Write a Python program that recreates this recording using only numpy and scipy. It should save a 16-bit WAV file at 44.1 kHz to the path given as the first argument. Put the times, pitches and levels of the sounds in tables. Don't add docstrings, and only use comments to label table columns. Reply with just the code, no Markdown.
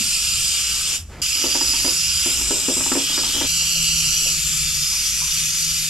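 import sys
import numpy as np
from scipy import signal
from scipy.fft import rfft, irfft
from scipy.io import wavfile
from scipy.ndimage import uniform_filter1d, map_coordinates

SR = 44100
rng = np.random.default_rng(int(sys.argv[2]) if len(sys.argv) > 2 else 0)


def dump(signal):
    limited = np.clip(np.atleast_2d(signal).T, -1, 1)
    pcm = np.round(limited * 32767).astype(np.int16)
    wavfile.write(sys.argv[1], SR, pcm)


N = 259749
TIME = np.arange(N) / SR
SHUT_S, RETURN_S = .96, 1.2175
DRIPS_END_S = 3.47

# lower edge in Hz, upper edge in Hz.
SPRAY_BANDS = [(1000, 2100), (2100, 4000), (4000, 8300), (8300, 13000)]
# frequency in Hz, relative level in dB.
DROPLET_SPECTRUM = [(300, -25.5), (750, -29), (1100, -22.5), (1280, -12.5), (1480, -17.5), (1950, -19),
                    (2400, -6.5), (4000, -6), (6400, -4.5), (8400, -5), (11000, -4.5), (12400, -7),
                    (13300, -19.5), (14200, -14)]
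# centre in Hz, half width in Hz, lift in dB.
BENCH_MODES = [(2840, 270, 5.5), (4910, 480, 11.5), (5730, 240, 6.5), (6970, 260, 5), (7800, 1100, 10)]
BASKET_MODES = [(630, 170, -7), (2810, 250, 4), (4020, 180, -1.5), (4920, 310, 15.5), (5820, 320, 8.5),
                (7060, 290, 11), (7830, 220, 9.5)]
SHRUB_MODES = [(2700, 240, 3.5), (4895, 180, 10.5), (5570, 390, 9), (7380, 530, 12.5), (8700, 690, 5.5),
               (10800, 300, -5)]
POT_MODES = [(3150, 280, 8.5), (4000, 300, 0), (4930, 330, 9), (5760, 190, 6), (7100, 160, 6.5),
             (8150, 490, 4), (10500, 800, -2.5)]
TRAY_MODES = [(2875, 210, 10), (3640, 170, -5.5), (4660, 400, 13.5), (5750, 280, 11.5), (6990, 410, 10.5),
              (7750, 180, 11.5), (11050, 350, 0.5)]
SEEDLING_MODES = [(2630, 800, 11.7), (3580, 120, 6.5), (4730, 320, 9), (5630, 330, 5.7), (7100, 600, 8.3)]
# relative
# hiss level in dB, then splash, patter and mist in dB against the hiss, left minus right in dB.
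TARGET_LEVELS = [(-22.5, -20, -5, -5.5, 1.5), (-22.5, -18.5, -5.5, -7, 2.1), (-21, -20.5, -8.5, -10, 0.6),
                 (-21, -21.5, -8, -8.5, 1.5), (-22.5, -18, -3, -9, 3), (-20, -23, -6, -9, 1.6),
                 (-23, -19, -7, -6.5, 3)]
TARGET_CHANGES = [(.5, 0.53), (1.1, 0.97), (2.12, 2.5), (2.96, 3.07), (3.465, 3.475), (4.27, 4.42)]
# time and half length in seconds, pitch in Hz, lift in dB.
HISS_SWELLS = [(0.32, 0.28, 4800, 5.5), (1.05, 0.049, 4900, -10), (1.36, 0.11, 2850, 5),
               (1.69, 0.048, 5050, 5), (2.03, 0.065, 5400, 5.5), (1.857, 0.22, 10230, 6),
               (2.27, 0.075, 10000, 9), (2.262, 0.081, 3050, 3.5), (2.808, 0.092, 7340, 2),
               (3.187, 0.054, 4900, 6), (3.188, 0.035, 3000, -7), (3.21, 0.037, 8000, 6.5),
               (3.911, 0.084, 2830, 2), (4.06, 0.23, 5788, 2.5), (4.52, 0.089, 7550, 6.5),
               (4.572, 0.085, 7200, 0), (4.47, 0.05, 3250, 3), (4.91, 0.17, 5150, 6.5),
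               (5.6, 0.12, 5640, 2.5), (5.25, 0.28, 6000, 7), (5.13, 0.17, 6852, -4),
               (5.72, 0.098, 4800, 4)]
# frequency in Hz, coherence, phase in radians, left minus right in dB.
MIC_PORTS = [(200, 0.19, -0.35, -3.5), (1300, 0.92, -0.53, -2.1), (2900, 0.7, -0.59, -4.5),
             (5070, 0.99, -0.96, -4.5), (6480, 0.048, 1, -2), (6900, 0.36, 0.46, 2), (7980, 1, -0.045, 0),
             (11400, 1, 0.0, 0), (11800, 0.87, 0.05, 0)]
# frequency in Hz, relative level in dB.
RUMBLE_SPECTRUM = [(8, -38), (16, 2), (40, -6), (54, 4.5), (70, -1), (125, -8.5), (170, -8.5), (320, -27.5),
                   (700, -58), (1500, -69)]
# time in seconds, level in dB.
RUMBLE_LEVELS = [(0, -38), (1.2, -42), (2.0, -38), (2.8, -41.5), (3.6, -37), (4.6, -37.5), (5.2, -39.5),
                 (5.89, -37.5)]
# start in seconds, level in dB, pitch in Hz, decay in seconds, relative width of the ring.
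KNOCKS = [(.003, -23.5, 223, 0.017, 0.11), (3.62, -40.5, 780, 0.015, 0.72), (3.756, -44.5, 580, 0.017, .15),
          (4.208, -45, 315, 0.12, 0.27), (4.257, -32.5, 575, 0.016, 0.17), (4.92, -40, 1060, 0.035, 0.17),
          (5.214, -41.5, 1050, 0.062, 0.18)]
# start and end in seconds, level in dB.
SCUFF_SPELLS = [(.84, .94, -43.5), (1.085, 1.2, -40.5)]
# frequency in Hz, relative level in dB.
GRAVEL_SPECTRUM = [(120, 1), (280, -2.5), (700, -7), (2000, -9.5), (4000, -19.5), (13000, -36)]
# start and end in seconds, relative level in dB.
DRIBBLE_SPELLS = [(1.35, 1.92, -48.5), (2.26, 3.02, -47.5), (3.09, 3.3, -42.5), (3.33, 3.45, -36)]
# start in seconds, relative level in dB, relative slap strength in dB.
BIG_DRIPS = [(1.44, -18, -9), (1.461, -26, -7), (1.548, -20, -1.5), (1.61, -21, 3.5), (1.735, -26.5, 3),
             (1.846, -20.5, -8), (1.877, -21.5, -7), (2.26, -21, -12), (2.411, -29.5, -4),
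             (2.507, -16.5, -8.5), (2.526, -25.5, -17), (2.683, -14, -15), (2.699, -22, -13),
             (2.767, -21.5, -10), (2.805, -22, 0), (2.861, -23, 4), (2.917, -13.5, -3.5),
             (2.952, -15.5, -11), (2.966, -16.5, -10.5), (3.176, -20.5, -1), (3.235, -26, 9),
             (3.409, -19.5, -1.5)]
# pitch in Hz, relative level in dB, seconds to fall 60 dB.
TUB_MODES = [(264, 1.5, 0.14), (333.5, 0, 0.18), (393, -8, 0.14), (503, -12.5, 0.17), (576.6, -10, 0.13),
             (600, -16, 0.067), (800, -13, 0.02), (835, -10.5, 0.074), (902, -0.5, 0.053),
             (961, -10.5, 0.17), (1287, -7, 0.056), (1650, -6.5, 0.032)]
# start and end in seconds, level in dB, pitch in Hz.
HUM_SPELLS = [(1.905, 3.35, -48, 157.5), (3.462, 4.593, -40.5, 161.5), (4.35, 4.825, -42, 147.7),
              (4.896, 5.213, -49.5, 149.4), (5.14, 5.85, -44, 159.7)]


def amp(db):
    return 10 ** (np.asarray(db) / 20)


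def unit_rms(x):
    return x / np.sqrt(np.mean(x ** 2) + 1e-20)


def curve_at(points, hz):
    f, value = np.transpose(points)
    return np.interp(np.log(hz + 1), np.log(f + 1), value)


def add(mix, start_s, sound):
    part = mix[round(start_s * SR):][:len(sound)]
    part += sound[:len(part)]


def coloured(x, spectrum):
    return unit_rms(irfft(rfft(x) * amp(curve_at(spectrum, np.fft.rfftfreq(N, 1 / SR))), N))


def wander(samples):
    return unit_rms(uniform_filter1d(uniform_filter1d(rng.standard_normal(N), samples), samples))


def spells(rows, attack_s, release_s):
    return sum(amp(db) * np.clip((TIME - start) / attack_s, 0, 1)
               * np.exp(-np.maximum(TIME - end, 0) / release_s) for start, end, db in rows)


def impacts(per_s, spread_db):
    size = amp(spread_db * np.minimum(rng.exponential(1, N), 5)) * rng.choice([-1, 1], N)
    return unit_rms(size * (rng.random(N) < per_s / SR))


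def bell(x, centre, half_width):
    return np.exp(-.5 * ((x - centre) / half_width) ** 2)


def target_spectra(hz):
    targets = BENCH_MODES, BENCH_MODES, BASKET_MODES, SHRUB_MODES, POT_MODES, TRAY_MODES, SEEDLING_MODES
    lifts_db = [sum(db * bell(hz, centre, width) for centre, width, db in modes) for modes in targets]
    return curve_at(DROPLET_SPECTRUM, hz) + np.array(lifts_db)


def in_turn(per_target, t):
    progress = [np.ones(len(t))] + [np.interp(t, change, [0, 1]) for change in TARGET_CHANGES]
    return np.diff(per_target, axis=0, prepend=0).T @ np.array(progress)


def unsteady_hand(colour_db, t, drift=0.0059):
    row, frame = np.indices(colour_db.shape)
    stretch = 1 + drift * np.interp(t, TIME, wander(SR // 8))
    return map_coordinates(colour_db, [row * stretch, frame], order=1, mode="nearest")


def near_echoes(hz, t, strength=.125, nearest_s=.002, farthest_s=.006, drift_s=.0004, dull_hz=9000):
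    total, bounce = 1, strength / (1 + (hz[:, None] / dull_hz) ** 2)
    for place, speed, start, phase in rng.random((10, 4)):
        sway = np.sin(2 * np.pi * ((1 + speed) * t / 10 + start))
        delay_s = nearest_s + place * (farthest_s - nearest_s) + drift_s * sway
        total = total + bounce * np.exp(-2j * np.pi * (np.outer(hz, delay_s) + phase))
    return 20 * np.log10(unit_rms(abs(total)))


def drop_sizes(hz, colour_db, levels_db):
    plateaus_hz = np.ravel([(lo * 1.1, hi / 1.1) for lo, hi in SPRAY_BANDS])
    gain_db = 0
    for own_band, (lo, hi), db in zip(np.eye(len(SPRAY_BANDS)), SPRAY_BANDS, levels_db):
        power = (amp(colour_db[(hz >= lo) & (hz < hi)]) ** 2).sum(0) / len(hz)
        weight = np.interp(hz, plateaus_hz, np.repeat(own_band, 2))
        gain_db = gain_db + np.outer(weight, db - 10 * np.log10(power))
    return gain_db


def hiss_swells(hz, t, width_hz=300, broadband=0.06):
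    return sum(db * np.outer(broadband + (1 - broadband) * bell(hz, pitch, width_hz), bell(t, s, half_s))
               for s, half_s, pitch, db in HISS_SWELLS)


def mic_ports(shared, apart, hz):
    table = np.array(MIC_PORTS)
    coherence, phase, balance_db = (curve_at(table[:, [0, k]], hz)[:, None] for k in (1, 2, 3))
    lean = amp(balance_db / 2)
    right = np.exp(-1j * phase) * (coherence * shared + np.sqrt(1 - coherence ** 2) * apart)
    mean_gain = np.sqrt(lean ** 2 + lean ** -2 + 2 * coherence * np.cos(phase)) / 2
    return np.array([shared * lean, right / lean]) / mean_gain


def spray(patchy_db=1.4, flutter_db=0.13, sway_db=0.35, trim_db=-1.35):
    frames = dict(fs=SR, nperseg=768, noverlap=576)
    droplets = np.array([impacts(per_s=9000, spread_db=1.0) for port in range(2)])
    hz, t, spectra = signal.stft(droplets, **frames)
    hiss_db, splash_db, patter_db, mist_db, side_db = in_turn(TARGET_LEVELS, t)
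    colour_db = unsteady_hand(in_turn(target_spectra(hz), t), t) + near_echoes(hz, t)
    bands_db = drop_sizes(hz, colour_db, [hiss_db + db for db in (splash_db, patter_db, 0, mist_db)])
    patches = uniform_filter1d(rng.standard_normal(colour_db.shape), size=6, axis=0)
    patches = unit_rms(uniform_filter1d(patches, size=12, axis=1))
    flutter = unit_rms(uniform_filter1d(rng.standard_normal(len(t)), size=4))
    breakup_db = patchy_db * patches + flutter_db * flutter
    spectra = mic_ports(*spectra, hz) * amp(colour_db + bands_db + hiss_swells(hz, t) + breakup_db)
    lean_db = np.outer(hz < SPRAY_BANDS[-1][0], side_db) / 2
    sound = signal.istft(spectra * amp([lean_db, -lean_db]), **frames)[1][:, :N]
    return sound * amp(trim_db + sway_db * wander(SR // 14))


def rumble(lumpy_db=1.5, side_db=-19):
    gain = amp(np.interp(TIME, *np.transpose(RUMBLE_LEVELS)) + lumpy_db * wander(SR // 10))
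    mid, side = (gain * coloured(rng.standard_normal(N), RUMBLE_SPECTRUM) for _ in range(2))
    return mid + amp(side_db) * np.array([side, -side])


def burst(t, lo_hz, hi_hz, decay_s):
    band = signal.butter(2, [lo_hz, hi_hz], "band", fs=SR, output="sos")
    return unit_rms(signal.sosfilt(band, rng.standard_normal(len(t)))) * np.exp(-t / decay_s)


def knocks():
    t, mix = np.arange(SR // 3) / SR, np.zeros(N)
    for start_s, db, hz, decay_s, width in KNOCKS:
        add(mix, start_s, amp(db) * burst(t, hz / (1 + width), hz * (1 + width), decay_s))
    return mix


def greenhouse(x, t60_s=0.26, wet_db=-8, width=0.57, echoes_per_s=2000, first_s=.006):
    t = np.arange(SR // 2) / SR
    taps = rng.standard_normal((2, len(t))) * (rng.random((2, len(t))) < echoes_per_s / SR)
    taps *= amp(-60 * t / t60_s) * (t > first_s)
    taps /= np.linalg.norm(taps, axis=1, keepdims=True)
    mid, side = signal.oaconvolve(x[None], taps, axes=1)[:, :N]
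    return x + amp(wet_db) * np.array([mid + width * side, mid - width * side])


def scuffs():
    gravel = coloured(impacts(per_s=3000, spread_db=1.0), GRAVEL_SPECTRUM)
    return gravel * spells(SCUFF_SPELLS, attack_s=.04, release_s=0.089) * (TIME < RETURN_S)


def spray_pause(fall_db_per_s=290, stray_db=-27, stray_db_per_s=15):
    shut_for_s = np.maximum(TIME - SHUT_S, 0) * (TIME < RETURN_S)
    return amp(np.maximum(-fall_db_per_s * shut_for_s, stray_db - stray_db_per_s * shut_for_s))


def thump(start_s=0.98, level_db=-33, pitch_hz=81, swell_s=0.049):
    age = np.maximum(TIME - start_s, 0)
    return amp(level_db) * age / swell_s * np.exp(1 - age / swell_s) * np.sin(2 * np.pi * pitch_hz * age)


def drop_on_tub(slap_db, split_hz=680, spot_db=3.5, plop=0.32, detune=0.015, attack_s=0.0008):
    t = np.arange(SR // 3) / SR
    hz, db, t60 = np.array(TUB_MODES).T[:, :, None]
    hz = hz * (1 + detune * rng.standard_normal(hz.shape))
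    envelopes = amp(db + spot_db * rng.standard_normal(hz.shape) - 60 * t / t60)
    modes = envelopes * np.sin(2 * np.pi * (hz * t + rng.random(hz.shape)))
    low = hz[:, 0] < split_hz
    thud = modes[low].sum(0) + plop * burst(t, lo_hz=250, hi_hz=split_hz, decay_s=0.035)
    slap = modes[~low].sum(0) + burst(t, lo_hz=split_hz, hi_hz=2000, decay_s=0.0087)
    onset = slice(SR // 80)
    ring = thud / np.std(thud[onset]) + amp(slap_db) * slap / np.std(slap[onset])
    ring *= 1 - np.exp(-t / attack_s)
    return ring / np.std(ring[onset])


def run_off(big_trim_db=-7, slap_lift_db=1, small_trim_db=3.5, spots=6):
    big = np.zeros(N)
    for start_s, db, slap_db in BIG_DRIPS:
        add(big, start_s, amp(db + big_trim_db) * drop_on_tub(slap_db + slap_lift_db))
    small = sum(signal.oaconvolve(impacts(per_s=35, spread_db=-4.0), drop_on_tub(slap_db=-3.5))[:N]
                for _ in range(spots))
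    dribble = unit_rms(small) * spells(DRIBBLE_SPELLS, attack_s=0.0033, release_s=0.013)
    return big + amp(small_trim_db) * dribble


def hum(waver_hz=1.44, waver_db=3.0):
    mix = np.zeros(N)
    for start, end, db, hz in HUM_SPELLS:
        gain = spells([(start, end, db)], attack_s=0.059, release_s=0.12)
        gain *= amp(waver_db * wander(SR // 12))
        cycles = np.cumsum(hz + waver_hz * wander(SR // 6)) / SR
        mix += gain * unit_rms(np.sin(2 * np.pi * cycles))
    return mix


def scene():
    hits = greenhouse(run_off()) * (TIME < DRIPS_END_S) + greenhouse(knocks())
    lean_left = amp([[.6], [-.6]])
    return spray() * spray_pause() + hits * lean_left + rumble() + scuffs() + thump() + hum()


def record(dry, edge_hz=13900):
    low_pass = signal.firwin(255, edge_hz, window=("kaiser", 9), fs=SR)
    return signal.oaconvolve(dry, low_pass[None], "same")


dry = scene()
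out = record(dry)
dump(out)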